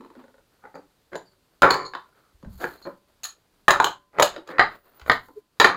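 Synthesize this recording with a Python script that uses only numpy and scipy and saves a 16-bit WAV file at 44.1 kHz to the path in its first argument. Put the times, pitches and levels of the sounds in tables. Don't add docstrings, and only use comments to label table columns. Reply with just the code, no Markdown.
import sys
import numpy as np
from scipy import signal
from scipy.fft import rfft, irfft
from scipy.io import wavfile
from scipy.ndimage import uniform_filter1d, minimum_filter1d

SR = 44100
rng = np.random.default_rng(int(sys.argv[2]) if len(sys.argv) > 2 else 0)


def output_pcm(signal):
    pcm = np.clip(np.atleast_2d(signal).T, -1, 1) * 32767
    wavfile.write(sys.argv[1], SR, np.round(pcm).astype(np.int16))


N = 254366

# frequency in Hz, relative density in dB per Hz.
AIR_SPECTRUM = [(15, -21.5), (25, 1.5), (53, -3), (285, -6), (677, -14.5), (1560, -17), (2220, -19.5),
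                (4740, -17.5), (5280, -22.5), (14800, -26), (16000, -33.5)]
AIR_DB = -67.5

# start in seconds, length in seconds,
# rub level in dB, fizz level in dB, both before the layer's trim.
STROKES = [(0, 0.26, -57.5, -85), (1.694, 0.6, -66, -78.5), (2.505, 0.091, -60, -58),
           (2.598, 0.19, -47.5, -55), (4.179, 0.16, -45, -80), (4.47, 0.23, -47, -72),
           (4.701, 0.29, -55, -69.5), (5.068, 0.082, -50, -52.5), (5.217, 0.037, -64, -57.5)]
STROKE_ATTACK_S, STROKE_T60_S = 0.04, 0.49
# frequency in Hz, relative density in dB per Hz.
RUB_SPECTRUM = [(40, -19.5), (120, -13), (220, -4.5), (400, 5.5), (800, 1), (1400, 0.5), (2200, -9.5),
                (3200, -14), (4400, -14), (6000, -36), (12000, -34)]
# frequency in Hz, relative density in dB per Hz.
FIZZ_SPECTRUM = [(2500, -15), (4400, 8), (5600, -9.5), (7000, 2.5), (8500, -7.5), (10300, 2.5),
                 (11800, -4.5), (13700, 10), (16000, -6.5)]

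# start in seconds, level of the direct sound in dB, nominal pitch in Hz.
THUMPS = [(0.001, -46, 255), (0.165, -46.5, 248), (2.346, -59, 51.3), (2.434, -41.5, 183),
          (2.455, -49, 106), (2.461, -37, 55.7), (2.472, -47.5, 181.2), (4.364, -40, 336),
          (5.018, -49.5, 62.7), (5.303, -50.5, 317)]

# nominal frequency in Hz, relative level in dB, t60 in seconds.
TABLE_MODES = [(60, -35, 0.0093), (125.2, -21.5, 0.15), (188, -7, 0.053), (308.4, 0.5, 0.056),
               (393.8, -1, 0.12), (518.5, 9, .04)]
STACK_MODES = [(775, 5.5, 0.0044), (882, -6.5, 0.015), (1129.5, -3.5, 0.021), (1444, 1, 0.02),
               (1815, 0, 0.012), (2237, -10, 0.016)]
DISC_MODES = [(2520, -3.5, 0.0073), (3043, -2, 0.0088), (3550, -2.5, 0.0084), (3983, 2, 0.0065),
              (4510, -10.5, 0.012), (4900, -3, 0.0049)]
RIM_MODES = [(5593, -4.5, 0.0031), (6838, 8, 0.0033), (6840, 1.5, 0.0079), (10120, -9.5, 0.0073),
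             (13100, -18.5, 0.03)]

# frequency in Hz, relative level in dB.
ECHO_COLOUR = [(100, -6), (350, 1), (800, 7), (1600, -2), (4000, 0), (7000, -2), (15000, 3)]
# frequency in Hz, factor on the room's t60.
ECHO_LIFE = [(100, 2.1), (400, 0.53), (1200, 0.88), (4000, 0.86), (7000, 0.82), (15000, 0.56)]
ROOM_T60_S = 0.27

# frequency in Hz, level at resonance in dB before trim, t60 in seconds.
WALL_MODES = [(201, -6, 0.13), (303, -6, 0.18), (380, -7.5, 0.6), (576, -11, 0.8), (740, -13.5, 0.55),
              (898, -2, 0.17), (1022, -9, 0.66), (1170, -14, 0.41), (1834, -8.5, 0.06), (1800, -9.5, 0.23),
              (3180, -7, 0.14), (3950, -7, 0.23), (7030, -7, 0.12)]

# start in seconds, length in seconds, first knock in dB before scatter and trim,
# fade in dB per second (negative swells), knocks per second, hardness in dB,
# note of the stack in Hz, table thud against the clack in dB.
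JOSTLES = [(0.002, 0.38, -50, 29.5, 21, -22.5, 957, 2), (0.622, .04, -66, -330, 217, -43, 1495, -6.5),
           (0.756, .025, -54, -2, 200, -41, 840, 9), (1.118, 0.032, -54, -380, 206, -30, 588, 2),
           (1.638, .23, -19, 117.5, 136, -33.5, 1103, -3), (2.6, .035, -49.5, -400, 182, -25, 725, 0),
           (2.856, .025, -45, -100, 200, -48, 990, 7), (3.737, 0.043, -24.5, -92, 40, -33.5, 1350, -12),
           (4.132, 0.072, -56, -330, 144, -41, 580, -3), (4.503, 0.09, -44.5, -27, 88, -45, 1823, 0),
           (5.123, 0.032, -39.5, 62, 57, -25, 1734, -22.5), (5.676, .09, -25, 150, 87, -38, 1230, -7.5)]

# start in seconds, touch level in dB before trim, touch hardness in dB, fall in seconds,
# landing level in dB before trim, landing hardness in dB, note of the stack in Hz,
# table thud against the clack in dB, disc ring in dB, added to the share that follows hardness.
PLACINGS = [(0.638, -48, -42, 0.014, -44.5, -34, 820, -4, -6),
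            (0.741, -48, -40, .012, -43.5, -18.5, 830, 3, -7),
            (1.13, -38.5, -30, 0.023, -33.5, -18, 627, 0.5, 2),
            (1.619, -13, -20, 0.011, -4.5, -35.5, 1400, -10, 1.5),
            (1.705, -18, -12.5, .035, -27.5, -13.5, 970, -10, 1),
            (1.934, -34.5, -31, .015, -30, -29, 1100, -13.5, 8.5),
            (2.426, -55.5, -17, 0.02, -52, -23, 1004, 5, 0),
            (2.612, -40, -15, 0.028, -23.5, -27.5, 1650, -7, -3),
            (2.851, -45, -37.5, 0.017, -43, -44, 1054, 4.5, 10),
            (3.232, -49.5, 12, 0.0067, -48, 14, 1650, -27, -3),
            (3.248, -39.5, -1.5, 0.0046, -42.5, 2.5, 1750, -31.5, -2.5),
            (3.68, -5, -23, 0.025, -11.5, -12.5, 1750, -15, 0),
            (3.799, -11.5, -24.5, .024, -29, -18.5, 1036, -12.5, -0.5),
            (3.842, -18.5, -7.5, .025, -24.5, -21, 1120, -12, 3),
            (4.184, -21, -29.5, 0.012, -9.5, -21, 560, -10.5, -1),
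            (4.222, -17.5, -5, 0.0031, -17, -5, 580, -12, 0.5),
            (4.361, -37, -24, .018, -44, -30, 556, -7.5, 10),
            (4.473, -51.5, -6.5, .015, -39.5, -25.5, 1250, -0.5, 5),
            (4.582, -20, -41, 0.011, -4, -36.5, 1918, -19, 9.5),
            (4.995, -53, -9, 0.018, -47.5, -16.5, 1440, -18, 4),
            (5.061, -37.5, -25, 0.017, -34.5, -33.5, 525, -9, 0.5),
            (5.096, -9, -33, 0.019, -23.5, -18.5, 1843, -17.5, 8.5),
            (5.284, -50, -27, 0.018, -75, -45.5, 930, -2, -8),
            (5.598, -8, -13.5, .015, -15.5, -22, 1800, -8, 6),
            (5.643, -5.5, -22.5, 0.022, -26, -22, 1830, -12.5, 3)]
RING_SHARE = 0.7

# start in seconds, length in seconds, level in dB, starting ring in Hz.
SCRAPES = [(0.746, .006, -56, 4670), (1.157, 0.018, -52.5, 7100), (1.255, .05, -63, 4630),
           (1.702, .008, -21.5, 4350), (1.741, .08, -42.5, 4580), (1.848, 0.013, -38, 4330),
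           (2.002, .3, -70, 1490), (2.592, 0.19, -63, 4520), (2.822, 0.026, -49.5, 4275),
           (3.239, 0.0085, -34.5, 4250), (3.241, 0.0087, -33.5, 6760)]
# multiple of the ring, width in Hz, relative level in dB.
SCRAPE_MODES = [(1, 300, 6.5), (1.58, 385.4, -8), (2.349, 596, -25)]
SCRAPE_ATTACK_S, SCRAPE_T60_S = 0.0032, 0.17
SCRAPE_SAG_PER_S = 0.38

# time in seconds, upper pitch in Hz before waver, level in dB before flutter and trim.
WHISTLES = [
    [(4.48, 14636, -84), (4.506, 14953, -76), (4.54, 15257, -85)],
    [(4.66, 15669, -77), (4.716, 15469, -79), (4.746, 15100, -68), (4.848, 14592, -66),
     (4.944, 14700, -70.5), (4.96, 14850, -61), (5.06, 14700, -86)],
]
LOWER_TONE = 0.715

BAND_LIMIT_HZ = 15900


def gain_of(db):
    return 10 ** (np.asarray(db) / 20)


def evened(x):
    return x / np.sqrt(np.mean(x ** 2) + 1e-20)


def read(points, hz):
    f, value = np.transpose(points)
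    return np.interp(np.log(hz + 1), np.log(f + 1), value)


def add(mix, s, sound):
    part = mix[max(round(s * SR), 0):][:len(sound)]
    part += sound[:len(part)]


def coloured(x, spectrum):
    shape = gain_of(read(spectrum, np.fft.rfftfreq(len(x), 1 / SR)))
    return evened(irfft(rfft(x) * shape, len(x)))


def wander(rate):
    return np.interp(np.arange(N) / SR * rate, np.arange(4096), rng.standard_normal(4096))


def swell(t, length, attack_s, t60):
    return np.clip(t / attack_s, 0, 1) * gain_of(-60 * np.maximum(t - length, 0) / t60)


def unit_blow(x):
    return x * np.sqrt(0.02 * SR / np.sum(x ** 2))


def ring(modes, t, spread, rise):
    hz, db, t60 = np.transpose(modes)[:, :, None]
    detune, phase = rng.uniform(-1.188, 1, (2, len(modes), 1))
    decay = gain_of(db - 60 * t / t60)
    waves = decay * np.sin(2 * np.pi * hz * (1 + spread * detune) * t + np.pi * phase)
    return unit_blow(waves.sum(0) * (1 - np.exp(-t / rise)))


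def resonate(x, hz, width):
    turn = np.exp(2j * np.pi * np.cumsum(hz) / SR)
    r = np.exp(-np.pi * width / SR)
    return evened((turn * signal.lfilter([1], [1, -2 * r, r * r], x / turn)).real)


def all_round(x, size):
    total = np.cumsum(abs(rfft(x, size)) ** 2)
    k = np.arange(len(total))
    reach = 0.025 * k + 1
    power = abs(np.interp(k + reach, k, total) - np.interp(k - reach, k, total))
    return np.sqrt(power / (2 * reach))


def room(x, t60, wet_db=-3, early_db=3, early_s=0.0032, gap_s=0.0054):
    size = 24576
    taps = rng.choice([-1., 1.], size) * (rng.random(size) < 0.1)
    hz, t, bands = signal.stft(taps, SR, nperseg=256)
    life = np.maximum(t60, 0.05) * read(ECHO_LIFE, hz)[:, None]
    bands = bands * gain_of(read(ECHO_COLOUR, hz)[:, None] - 60 * t / life)
    tail = signal.istft(bands, SR, nperseg=256)[1][:size]

    t = np.arange(size) / SR
    tail *= 1 + gain_of(early_db) * np.exp(-t / early_s)
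    tail *= 1 - np.exp(-(t / gap_s) ** 2)
    heard = irfft(rfft(tail / np.linalg.norm(tail), 2 * size) * all_round(x, 2 * size))[:size]
    heard *= gain_of(wet_db) * (1 - np.exp(-2 * t / gap_s))
    add(heard, 0, x)
    return heard


def air():
    return gain_of(AIR_DB) * coloured(rng.standard_normal(N), AIR_SPECTRUM)


def sliding(rub_db=-2, fizz_db=-2, grain_db=3, patchy_db=4.0, rest_rub_db=-71, rest_fizz_db=-82):
    t = np.arange(N) / SR
    rub, fizz = gain_of(rest_rub_db), gain_of(rest_fizz_db)
    lead = STROKE_ATTACK_S / 2
    for start, length, rub_level, fizz_level in STROKES:
        push = swell(t - start + lead, length + lead, STROKE_ATTACK_S, STROKE_T60_S)
        rub = np.maximum(rub, gain_of(rub_level) * push)
        fizz = np.maximum(fizz, gain_of(fizz_level) * push)
    slips = rng.standard_normal((2, N))
    slips *= gain_of(grain_db * wander(500) + patchy_db * wander(33))
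    rubbing = gain_of(rub_db) * rub * coloured(slips[0], RUB_SPECTRUM)
    fizzing = gain_of(fizz_db) * fizz * coloured(slips[1], FIZZ_SPECTRUM)
    return rubbing + fizzing


def thumps(t60=0.089, echo_s=0.34):
    out, t = np.zeros(N), np.arange(8192) / SR
    for s, db, hz in THUMPS:
        thump = ring([(hz, 0, t60), (1.46 * hz, -8, t60 / 2)], t, spread=0.028, rise=0.0057)
        add(out, s, gain_of(db) * room(thump, echo_s, wet_db=2.5))
    return out


def rattle(x, length_s, first=0.57, count=5):
    place, size = rng.random((2, count))
    out = first * x
    for k in range(count):
        strength = (0.5 + size[k]) * (1 - k / count)
        add(out, length_s * (k + place[k]) / count, strength * x)
    return unit_blow(out)


def contact(thud_db, clack_db, ring_db, tick_db, note_hz, rattle_s=0.006):
    t = np.arange(4096) / SR
    thud = ring(TABLE_MODES, t, spread=0.12, rise=0.0031)
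    note = ring([(note_hz, 0, 0.02)], t, spread=0.0011, rise=0.00081)
    stack = ring(STACK_MODES, t, spread=0.13, rise=0.00071)
    clack = unit_blow(stack + gain_of(-1.0) * note)
    disc = rattle(ring(DISC_MODES, t, spread=0.025, rise=0.0004), rattle_s)
    crack = unit_blow(np.diff(rng.standard_normal(len(t)), prepend=0) * np.exp(-t / 0.0018))
    rim = ring(RIM_MODES, t, spread=0.011, rise=0.00012)
    tick = rattle(rim + gain_of(-7.5) * crack, rattle_s)
    return gain_of([thud_db, clack_db, ring_db, tick_db]) @ np.array([thud, clack, disc, tick])


def knock(hardness_db, note_hz, thud_db, added_ring_db=0):
    ring_db = RING_SHARE * hardness_db + added_ring_db
    return room(contact(thud_db, 0, ring_db, hardness_db, note_hz), ROOM_T60_S)


def jostling(level_db=-4, uneven=0.17, scatter_db=2, count=2):
    out = np.zeros(N)
    for start, length, db, fade, rate, hardness_db, hz, thud_db in JOSTLES:
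        knocks = [knock(hardness_db, hz, thud_db) for _ in range(count)]
        for k, (slip, size, which) in enumerate(rng.uniform(-1, 1, size=(64, 3))):
            t = abs(k + uneven * slip) / rate
            if t < length:
                strength = np.sign(which) * gain_of(db - fade * t + scatter_db * size)
                add(out, start + t, strength * knocks[int(abs(which) * count)])
    return gain_of(level_db) * out


def walls(x, level_db=-1):
    t = np.arange(16384) / SR
    hz, db, t60 = np.transpose(WALL_MODES)[:, :, None]
    damping = np.log(1000) / t60 / SR
    modes = 2 * damping * gain_of(db - 60 * t / t60) * np.sin(2 * np.pi * hz * t)
    return x + gain_of(level_db) * signal.fftconvolve(x, modes.sum(0))[:N]


def chips(level_db=-4, lag_s=0.0014):
    out = np.zeros(N)
    for s, touch_db, touch_hard, fall_s, land_db, land_hard, *stack in PLACINGS:
        add(out, s + lag_s, gain_of(touch_db) * knock(touch_hard, *stack))
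        add(out, s + lag_s + fall_s, gain_of(land_db) * knock(land_hard, *stack))
    return gain_of(level_db) * out


def scrape(grain_db=4):
    out, t = np.zeros(N), np.arange(32768) / SR
    for start, length, db, ring_hz in SCRAPES:
        hz = ring_hz * (1 - SCRAPE_SAG_PER_S * np.minimum(t, length))
        grains = rng.standard_normal(len(t)) * gain_of(grain_db * wander(160)[:len(t)])
        rings = sum(gain_of(mode_db) * resonate(grains, k * hz, width) for k, width, mode_db in SCRAPE_MODES)
        envelope = swell(t, length, SCRAPE_ATTACK_S, SCRAPE_T60_S)
        add(out, start, gain_of(db) * envelope * evened(rings))
    return out


def whistle(width_hz=90, partner_db=-12, level_db=1, waver_hz=30, flutter_db=2):
    s, hz, db = np.concatenate(WHISTLES).T
    t = np.arange(N) / SR
    moving = sum((t > curve[0][0]) * (t < curve[-1][0]) for curve in WHISTLES)
    slips = rng.standard_normal(N)
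    pitch = np.interp(t, s, hz) + waver_hz * wander(45)
    upper = resonate(slips, pitch, width_hz)
    lower = resonate(slips, LOWER_TONE * pitch, width_hz)
    level = gain_of(np.interp(t, s, db) + level_db + flutter_db * wander(45))
    return level * moving * (upper + gain_of(partner_db) * lower)


def creak(s=5.379, hz=422, db=-32, length_s=0.01):
    t = np.arange(N) / SR - s
    envelope = np.exp(-np.hypot(t / length_s, 1) * 2 + 2)
    return gain_of(db) * envelope * np.sin(2 * np.pi * hz * t)


def suppress_tails(x, below_db=18, slope=0.35, depth_db=9, forget_db_per_s=70):
    level = 10 * np.log10(abs(uniform_filter1d(x ** 2, size=661)) + 1e-12)
    fall = np.arange(N) / SR * forget_db_per_s
    held = np.maximum.accumulate(level + fall, axis=-1) - fall
    cut_db = np.clip(slope * (held - level - below_db), 0, depth_db)
    return x * gain_of(-uniform_filter1d(cut_db, size=441))


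def scene():
    blows = walls(chips() + jostling())
    low_thumps = thumps()
    slides = scrape() + sliding() + whistle()
    return (blows + low_thumps + slides + creak() + air())[None]


def record(dry):
    allowed = minimum_filter1d(1 / np.maximum(abs(dry), 1), size=45)
    limited = dry * uniform_filter1d(allowed, size=45)
    low_pass = signal.firwin(401, BAND_LIMIT_HZ, window=("kaiser", 9), fs=SR)
    return signal.oaconvolve(suppress_tails(limited), low_pass[None], "same")


dry = scene()
out = record(dry)
output_pcm(out)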